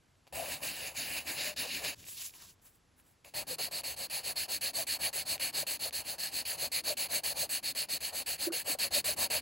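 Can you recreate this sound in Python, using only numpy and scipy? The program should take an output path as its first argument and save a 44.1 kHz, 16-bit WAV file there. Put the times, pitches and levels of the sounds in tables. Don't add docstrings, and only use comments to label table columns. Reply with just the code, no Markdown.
import sys
import numpy as np
from scipy import signal
from scipy.fft import rfft, irfft, next_fast_len
from scipy.io import wavfile
from scipy.ndimage import uniform_filter1d

SR = 44100
rng = np.random.default_rng(int(sys.argv[2]) if len(sys.argv) > 2 else 0)


def pcm_store(signal):
    levels = np.round(np.clip(np.atleast_2d(signal), -1, 1) * 32767)
    wavfile.write(sys.argv[1], SR, levels.astype(np.int16).T)


def ratio(d):
    e = np.asarray(d, float) / 20
    return 10 ** e


N = 414981


def seconds():
    return np.arange(N) / SR


def rms_one(x):
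    return x / np.sqrt(np.mean(x ** 2) + 1e-20)


def in_time(rows):
    s, *columns = np.transpose(rows)
    return [np.interp(seconds(), s, column) for column in columns]


def at_hz(points, hz):
    points = np.array(points)
    return np.interp(np.log(np.maximum(hz, 1)), np.log(points[:, 0]), points[:, 1])


def drift(per_s):
    r = np.exp(-80 * np.pi * per_s / SR)
    noise = rng.standard_normal(N // 40 + 2002)
    slow = signal.lfilter([1], [1, -2 * r, r * r], noise)[2000:]
    return np.interp(np.arange(N) / 40, np.arange(len(slow)), rms_one(slow))


def resonate(x, hz, width_hz):
    r = np.exp(-np.pi * width_hz / SR)
    poles = [1, -2 * r * np.cos(2 * np.pi * hz / SR), r * r]
    return signal.lfilter([(1 - r * r) / 2, 0, (r * r - 1) / 2], poles, x)


def passband(x, low_hz, high_hz):
    return signal.sosfilt(signal.butter(2, [low_hz, high_hz], "band", fs=SR, output="sos"), x)


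def swell(times, levels_db):
    at = np.arange(round((times[0] - .0015) * SR), round((times[-1] + .0015) * SR))
    s = at / SR
    inside = np.minimum(s - times[0], times[-1] - s)
    return at, np.interp(s, times, levels_db), np.clip(.5 + inside / .003, 0, 1)


def fibres(per_s, spread_db):
    sizes = ratio(spread_db * np.minimum(rng.exponential(1, N), 4))
    signs = rng.choice([-1, 1], N)
    return sizes * signs * (rng.random(N) < per_s / SR)


def body(flicks, modes, flicker_db):
    ringing = 0
    for k, (hz, width_hz, db) in enumerate(modes):
        ringing = ringing + ratio(db + flicker_db * drift(11.7)) * resonate(flicks[k % 2], hz, width_hz)
    return rms_one(ringing)


# (frequency [Hz], width [Hz], level [dB])
DESK_MODES = [(78, 20.4, 3), (150, 45, 1), (271, 150, 2), (386, 200, -2)]
PAD_MODES = [(600, 280, 0.5), (782, 147, -3.5), (804, 100, -9)]
SHAFT_MODES = [(1750, 290, 8), (2340, 670, 9.5), (2820, 530, 7)]
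LEAD_MODES = [(4352, 424, 7.5), (4660, 120, -61), (6250, 490, -5)]
TIP_MODES = [(8155, 290, 1), (10270, 3000, 0.5), (12320, 310, -4), (13900, 1300, -5.5), (16000, 380, 0.5)]
# (frequency [Hz], width [Hz], level [dB])
UPRIGHT_LEAD_MODES = [(4170, 930, 0), (4700, 360, -0.5), (5040, 1000, -18.5), (6800, 1500, -4.5)]


def pencil():
    flicks = [fibres(per_s=16000, spread_db=2.5), fibres(per_s=16000, spread_db=1.5)]
    upright = seconds() < OUT_STROKES[0][0]
    steep_lead = body(flicks, UPRIGHT_LEAD_MODES, flicker_db=-2.9)
    lead = np.where(upright, steep_lead, body(flicks, LEAD_MODES, flicker_db=1.47))
    lead = lead - .75 * resonate(lead, 5750, 450)
    shaft = body(flicks, SHAFT_MODES, flicker_db=2.5)
    tip = body(flicks, TIP_MODES, flicker_db=0.15)
    shaft = shaft + upright * (0.43 * resonate(shaft, 2670, 300) - 0.39 * resonate(shaft, 3350, 590))
    tip = tip - upright * .92 * resonate(tip, 13350, 1000)
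    tip = tip + upright * 0.39 * resonate(tip, 16000, 1500)
    desk = passband(body(flicks, DESK_MODES, flicker_db=1.2), 56, 467)
    pad = passband(body(flicks, PAD_MODES, flicker_db=3.0), 213, 1010)
    parts = [lead, pad, passband(shaft, 1940, 7200), tip, desk]
    return ratio(0.5 * drift(56)) * np.sum(pencil_motion() * parts, axis=0)


def pencil_motion():
    gains = looping() + brushing() + shading()
    gains[4] = uniform_filter1d(gains[4], size=1300)
    return gains


# (start [s], stop [s], downswing [dB], bend [dB], upswing [dB])
LOOPS = [
    (0.325, 0.608, -48, -50, -45),
    (0.604, 0.941, -43, -50, -47),
    (0.941, 1.248, -44.5, -46.5, -42),
    (1.247, 1.542, -42, -47, -40),
    (1.562, 1.834, -39.5, -51, -41),
    (1.819, 1.947, -37, -42.5, -39),
]
LOOP_PARTS_DB = [1.5, -2.5, 2, 0.5, -10]
LOOP_FOLLOWS = [0.98, 0.24, 0.96, 0.84, 1.2]
RESTING_DB = [-76, -75, -76, -80, -62]


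def looping():
    attack_s, release_s = 0.032, 0.063
    crest, bend = 0.22, 0.38
    breakaway_db = -12
    tip_wear_db_per_s = 3
    pad_settle_db, pad_settle_s = 8, 0.19
    gains, last_stop = np.zeros((5, N)), 0
    for start, stop, down_db, bend_db, up_db in LOOPS:
        length = stop - start
        cusp_db = -74 + 9.5 * start
        from_rest = start - last_stop > .008
        first_db = down_db + breakaway_db if from_rest else cusp_db
        times = [start, start + attack_s, start + crest * length + 0.0021,
                 start + bend * length, stop - release_s, stop]
        at, scratch_db, gate = swell(times, [first_db, down_db + 0.5, down_db, bend_db, up_db, cusp_db])
        parts_db = np.c_[LOOP_PARTS_DB] - 45 + np.c_[LOOP_FOLLOWS] * (scratch_db + 45)
        gains[:, at] += gate * ratio(parts_db)
        last_stop = stop
    at, _, gate = swell([LOOPS[0][0], last_stop], [0, 0])
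    gains[:, at] += gate * ratio(np.c_[RESTING_DB])
    gains[3] *= ratio(-tip_wear_db_per_s * (seconds() - 2))
    gains[[1, 4]] *= ratio(pad_settle_db * np.exp((LOOPS[0][0] - seconds()) / pad_settle_s))
    return gains


# (start [s], stop [s], top level [dB])
BRUSHES = [
    (0.27, 0.283, -69),
    (3.245, 3.295, -58),
]
BRUSH_PARTS_DB = [-2.5, 0, -4, 0, -6.0]


def brushing():
    gains = np.zeros((5, N))
    for start, stop, top_db in BRUSHES:
        at, brush_db, gate = swell([start, stop, stop + .008, stop + .045],
                                   [top_db, top_db, top_db - 10, top_db - 20])
        gains[:, at] += gate * ratio(np.c_[BRUSH_PARTS_DB] + brush_db)
    return gains


# (start [s], stop [s], top level [dB], pointedness [exponent])
OUT_STROKES = [(3.338, 3.447, -36, 1.4), (3.583, 3.695, -35, 1.0), (3.834, 3.953, -38, 0.7),
               (4.098, 4.239, -35, 2.6), (4.356, 4.47, -34, 1.1), (4.609, 4.718, -33.5, .85),
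               (4.867, 4.98, -33, 0.81), (5.128, 5.243, -33.5, 1.15), (5.396, 5.514, -33, 0.89),
               (5.666, 5.777, -33, 0.82), (5.925, 6.035, -34.5, 1.3), (6.181, 6.314, -35.5, 1.26),
               (6.451, 6.572, -34.5, 1.1), (6.716, 6.819, -32, 1.06), (6.969, 7.078, -32.5, 0.78),
               (7.234, 7.339, -31.5, 0.72), (7.491, 7.608, -32, 1.24), (7.749, 7.868, -33, 1.64),
               (8.004, 8.13, -34.5, 2.5), (8.26, 8.374, -33, 1.3), (8.52, 8.635, -33.5, 0.85),
               (8.786, 8.894, -30.5, 1.4), (9.042, 9.151, -29.5, 0.93), (9.3, 9.408, -30, 1.17)]
# (start [s], stop [s], top level [dB], pointedness [exponent])
BACK_STROKES = [(3.467, 3.56, -36.5, 0.8), (3.709, 3.815, -37.5, 0.55), (3.962, 4.074, -37.5, 0.8),
                (4.231, 4.336, -34.5, 0.95), (4.48, 4.59, -33, 1.14), (4.731, 4.849, -31.5, 1.26),
                (4.988, 5.109, -31, 1.7), (5.251, 5.374, -32, 1.47), (5.526, 5.646, -31, 1.5),
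                (5.792, 5.9, -35, 0.77), (6.037, 6.168, -37, 1.75), (6.311, 6.436, -34, 1.4),
                (6.569, 6.692, -32, 1.7), (6.836, 6.946, -31.5, 1.05), (7.085, 7.215, -29.5, 2.2),
                (7.341, 7.476, -30.5, 2.3), (7.626, 7.728, -34, 0.85), (7.885, 7.983, -32.5, 0.85),
                (8.123, 8.237, -34, 1.16), (8.378, 8.498, -32.5, 1.5), (8.644, 8.765, -30, 2.1),
                (8.906, 9.021, -27, 1.84), (9.162, 9.28, -29, 1.34)]
# (shaft [dB], tip [dB], desk [dB])
STROKE_COLOUR = [
    (-5, 3, -13.5),
    (-8, 2.5, -12),
]
# (crest [share of stroke], breakaway jump [0-1], pad [dB], creeping lead [dB],
# creeping pad [dB])
STROKE_MANNER = [
    (.42, 0.13, -13, -50.5, -53.5),
    (.53, 0.06, -12.5, -56, -62.5),
]
# (time [s], level [dB])
PRESSURE = [(3.33, 6), (3.75, 1.5), (4.3, -1.5), (5.0, 1), (6.2, -0.5), (6.85, 0), (7.7, -1.5), (8.6, -1),
            (9.4, 4)]


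def shading():
    grip_per_s = 8.7
    creep_loss_db_per_s = 600
    gains, turns, halt_from = np.zeros((5, N)), [], OUT_STROKES[0][0]
    strokes = sorted([(*row, 0) for row in OUT_STROKES] + [(*row, 1) for row in BACK_STROKES])
    for start, stop, top_db, pointed, way in strokes:
        crest, jump, pad_db, lead_creep_db, pad_creep_db = STROKE_MANNER[way]
        at = np.arange(round(start * SR), min(round(stop * SR), N))
        part = np.clip((at / SR - start) / (stop - start), 0, 1)
        rise = (part / crest) ** crest
        fall = ((1 - part) / (1 - crest)) ** (1 - crest)
        speed = (rise * fall) ** (2 * pointed)
        halt = max(start - halt_from, 0)
        share = np.clip(jump + grip_per_s * halt * (1 - way), 0, 1)
        speed = np.where(part < crest, share + (1 - share) * speed, speed)
        speed *= np.minimum((at / SR - start) / .0015, 1)
        shaft_db, tip_db, desk_db = STROKE_COLOUR[way]
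        pad_db += np.interp(start, *np.transpose(PRESSURE))
        parts_db = np.c_[[0, pad_db + 3.5, shaft_db, tip_db, desk_db + 1.2 * (pad_db + 10)]]
        follows = np.c_[[1.02, .4, .9, 1.05, .45]]
        gains[:, at] += ratio(top_db - 4.5 + parts_db) * np.maximum(speed, 0) ** follows
        still_db = creep_loss_db_per_s * halt
        turns.append((start - .01, lead_creep_db - still_db, pad_creep_db - 1.2 * still_db))
        halt_from = stop
    lead_db, pad_db = in_time(turns)
    begun = seconds() > strokes[0][0]
    gains[[0, 2, 3]] += begun * ratio(lead_db + np.c_[[-6, -7, -7]])
    gains[1] += begun * ratio(pad_db + 6.0)
    gains[4] += begun * ratio(-65.5)
    return gains


# (time [s], peak level [dB], frequency [Hz], length [s])
JUDDERS = [(0.402, -35.5, 668, 0.082), (1.492, -40, 600, 0.084), (3.386, -43, 600, 0.072),
           (3.52, -38, 507, 0.043), (4.798, -34.5, 650, 0.034), (5.632, -34.5, 600, 0.0074),
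           (6.914, -34.5, 600, 0.053), (7.163, -40.5, 600, 0.058), (7.437, -38, 600, 0.028),
           (8.478, -32, 340, 0.022), (8.507, -37, 334, 0.039), (8.486, -33, 590, 0.018),
           (8.544, -42.5, 482, 0.061), (8.505, -49, 1310, 0.018), (8.705, -44, 308, 0.02),
           (8.755, -38.5, 600, 0.014), (8.972, -29, 600, 0.024), (9.093, -34, 600, 0.022),
           (9.349, -36, 625, 0.046)]


def judders():
    out, chance, unsteady = np.zeros(N), rng.random((len(JUDDERS), 2)), drift(60)
    for (s, peak_db, hz, length), (phase, beat) in zip(JUDDERS, chance):
        at = np.arange(round((s - length) * SR), min(round((s + length) * SR), N))
        t = at / SR - s
        envelope = np.cos(np.pi * t / length / 2) ** 4
        waver = 1 + 0.32 * np.sin(2 * np.pi * (45 * t + beat))
        cycles = hz * t + phase + .12 * (hz / 600) ** 2 * unsteady[at]
        out[at] += ratio(peak_db) * envelope * waver * np.sin(2 * np.pi * cycles)
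    return out


def hand():
    skin = [fibres(per_s=25000, spread_db=2.0), fibres(per_s=25000, spread_db=3.5)]
    hiss = body(skin, [(8750, 1100, -3.5), (11300, 4400, -10.0), (14300, 1900, -11.0)], flicker_db=-0.5)
    hiss = passband(hiss, 7200, 20000)
    rub = body(skin, [(2750, 1700, -1.2), (4470, 2600, -2.0), (6300, 2500, 1.0)], flicker_db=-3.0)
    rub = passband(passband(rub, 2500, 10600), 1700, 13000)
    sheet = body(skin, [(650, 380, -1.7), (990, 300, -0.24), (1610, 390, -0.85)], flicker_db=1.5)
    sheet = passband(sheet, 400, 2200)
    rumble = passband(body(skin, [(85, 58, 2.0), (251, 260, -12.0)], flicker_db=1.5), 50, 560)
    levels = hand_motion() * ratio(np.c_[[5.5, 1.5, 1.5, 1.5]])
    return np.sum(levels * [hiss, rub, sheet, rumble], axis=0)


# (start [s], stop [s], rub [dB], hiss [dB], sheet [dB])
SLIDES = [
    (1.954, 2.076, -56.5, -60, -68),
    (2.05, 2.2, -46.5, -49.5, -66),
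    (2.17, 2.311, -44, -46.5, -62),
    (2.307, 2.41, -57.5, -59, -67),
    (2.381, 2.547, -55, -59.5, -63),
    (2.615, 2.725, -65.5, -62.5, -71),
    (2.72, 2.79, -78, -72, -84),
    (2.963, 3.03, -80, -68.5, -70),
    (3.03, 3.16, -77, -72, -75),
]
SLIDE_SAG_DB_PER_S = [49, 55, 134]


def hand_motion():
    attack_s, release_s, edge_db = 0.042, 0.044, -13
    lift_s, lift_rumble_db, settle_db_per_s = 1.95, -64.5, 18.5
    gains = np.zeros((4, N))
    for start, stop, rub_db, hiss_db, sheet_db in SLIDES:
        edge = min(1, (stop - start) / (attack_s + release_s + .005))
        set_in, let_go = start + edge * attack_s, stop - edge * release_s
        at, shape_db, gate = swell([start, set_in, let_go, stop], [edge_db, 0, 0, edge_db])
        sag_db = np.c_[SLIDE_SAG_DB_PER_S] * np.maximum(at / SR - set_in, 0)
        gains[:3, at] += gate * ratio(np.c_[[hiss_db, rub_db, sheet_db]] + shape_db - sag_db)
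    since = seconds() - lift_s
    rumble_db = lift_rumble_db - settle_db_per_s * np.abs(since) + 2.5 * drift(6.0)
    gains[3] = np.clip(since / .02, 0, 1) * ratio(rumble_db)
    gains[:3] *= ratio(1.2 * drift(25))
    gains[3] += ratio(-18) * gains[2]
    return gains


# (time [s], peak level [dB], bright part [dB], dull part [dB])
TICKS = [(0.1545, -55, -25, -19), (0.2693, -47, -23, -3), (0.2764, -47.5, -21, -2), (2.031, -43, -20, -22),
         (2.0415, -35, -20, -20), (2.044, -38, -20, -18), (2.067, -34, -20, -18), (2.0855, -34, -16, -13),
         (2.295, -38, -14, -20), (2.3391, -36, -8, -23), (2.597, -56, -20, -6), (2.9993, -48, -1, -17),
         (3.248, -36, -15, -12), (3.8194, -34, -7, -16), (5.3798, -27, -10, -20), (5.9088, -29, -9, -22)]


def ticks():
    clicks = np.zeros((3, N)) + 1e-18
    for s, peak_db, bright_db, dull_db in TICKS:
        clicks[:, round(s * SR)] = ratio(peak_db + np.array([15, bright_db, dull_db + 30]))
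    ring, bright, dull = clicks
    return resonate(ring, 2400, 890) + resonate(bright, 10000, 7000) + resonate(dull, 650, 350)


def nearby_echo(x, t60, level_db):
    t = np.arange(round(.12 * SR)) / SR
    tail = rng.standard_normal(len(t)) * ratio(-60 * t / t60)
    return ratio(level_db) * signal.fftconvolve(x, tail / np.sqrt(np.sum(tail ** 2)))[:N]


# (frequency [Hz], level [dB per Hz])
ROOM_TONE = [(15, -33), (25, -1.5), (91, 2.5), (286, -6.5), (599, -12.5), (741, -11.5), (7220, -21.5),
             (8930, -19), (11000, -26), (14000, -26)]


def room_tone():
    hz = np.arange(N // 2 + 1) * SR / N
    shape = ratio(at_hz(ROOM_TONE, hz)) * (hz < 13600)
    width = 0.45 * (hz > 150) * (hz < 1900)
    noise = rfft(rng.standard_normal((2, N)))
    mid, side = irfft(noise * shape * [np.ones(len(hz)), width], N)
    return ratio(-69.5) / np.std(mid) * np.array([mid + side, mid - side])


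# (frequency [Hz], level [dB])
PORT_BALANCE = [(60, 0), (140, 1), (330, 2), (500, 6), (770, 7.5), (1170, 4.5), (1790, .5), (2400, 0)]


def scene():
    trembles = judders()
    close = pencil() + trembles + hand() + ticks()
    left = close + passband(nearby_echo(close, t60=0.05, level_db=-16), 77, 6000)
    hz = np.arange(N // 2 + 1) * SR / N
    right = irfft(rfft(left) * ratio(-at_hz(PORT_BALANCE, hz)), N)
    right = right + .7 * passband(trembles, 220, 420)
    return np.array([left, right]) + room_tone()


def roll_off(x):
    return signal.sosfilt(signal.butter(12, 16810, fs=SR, output="sos"), x)


# (frequency [Hz], lead [half cycles])
PORT_LEAD = [(7500, 0), (7750, .33), (8700, .9), (9100, 1), (9400, 1.1), (9800, 1.42), (10900, 2),
             (11600, 2), (11800, 2.3), (12700, 2.9), (13300, 3), (13850, 3.1), (14100, 3.45), (14900, 4)]
# (frequency [Hz], phase [radians])
PORT_WAVER = [(50, .07), (150, .4), (400, .6), (700, .3), (1250, .5), (1900, .1), (2300, 0)]


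def record(dry):
    size = next_fast_len(N + 4096)
    hz = np.arange(size // 2 + 1) * SR / size
    lead = np.pi * np.interp(hz, *np.transpose(PORT_LEAD))
    waver = at_hz(PORT_WAVER, hz) + .7 * np.abs(np.sin(lead))
    ahead = rfft(dry[1], size) * np.exp(1j * lead)
    steady, turned = irfft(ahead * [np.cos(waver), 1j * np.sin(waver)], size)[:, :N]
    ports = np.array([dry[0], steady + rms_one(np.tanh(drift(19.3))) * turned])
    top_cut = signal.ellip(10, .5, 70, 15800, fs=SR, output="sos")
    return roll_off(signal.sosfilt(top_cut, ports))


dry = scene()
out = record(dry)
pcm_store(out)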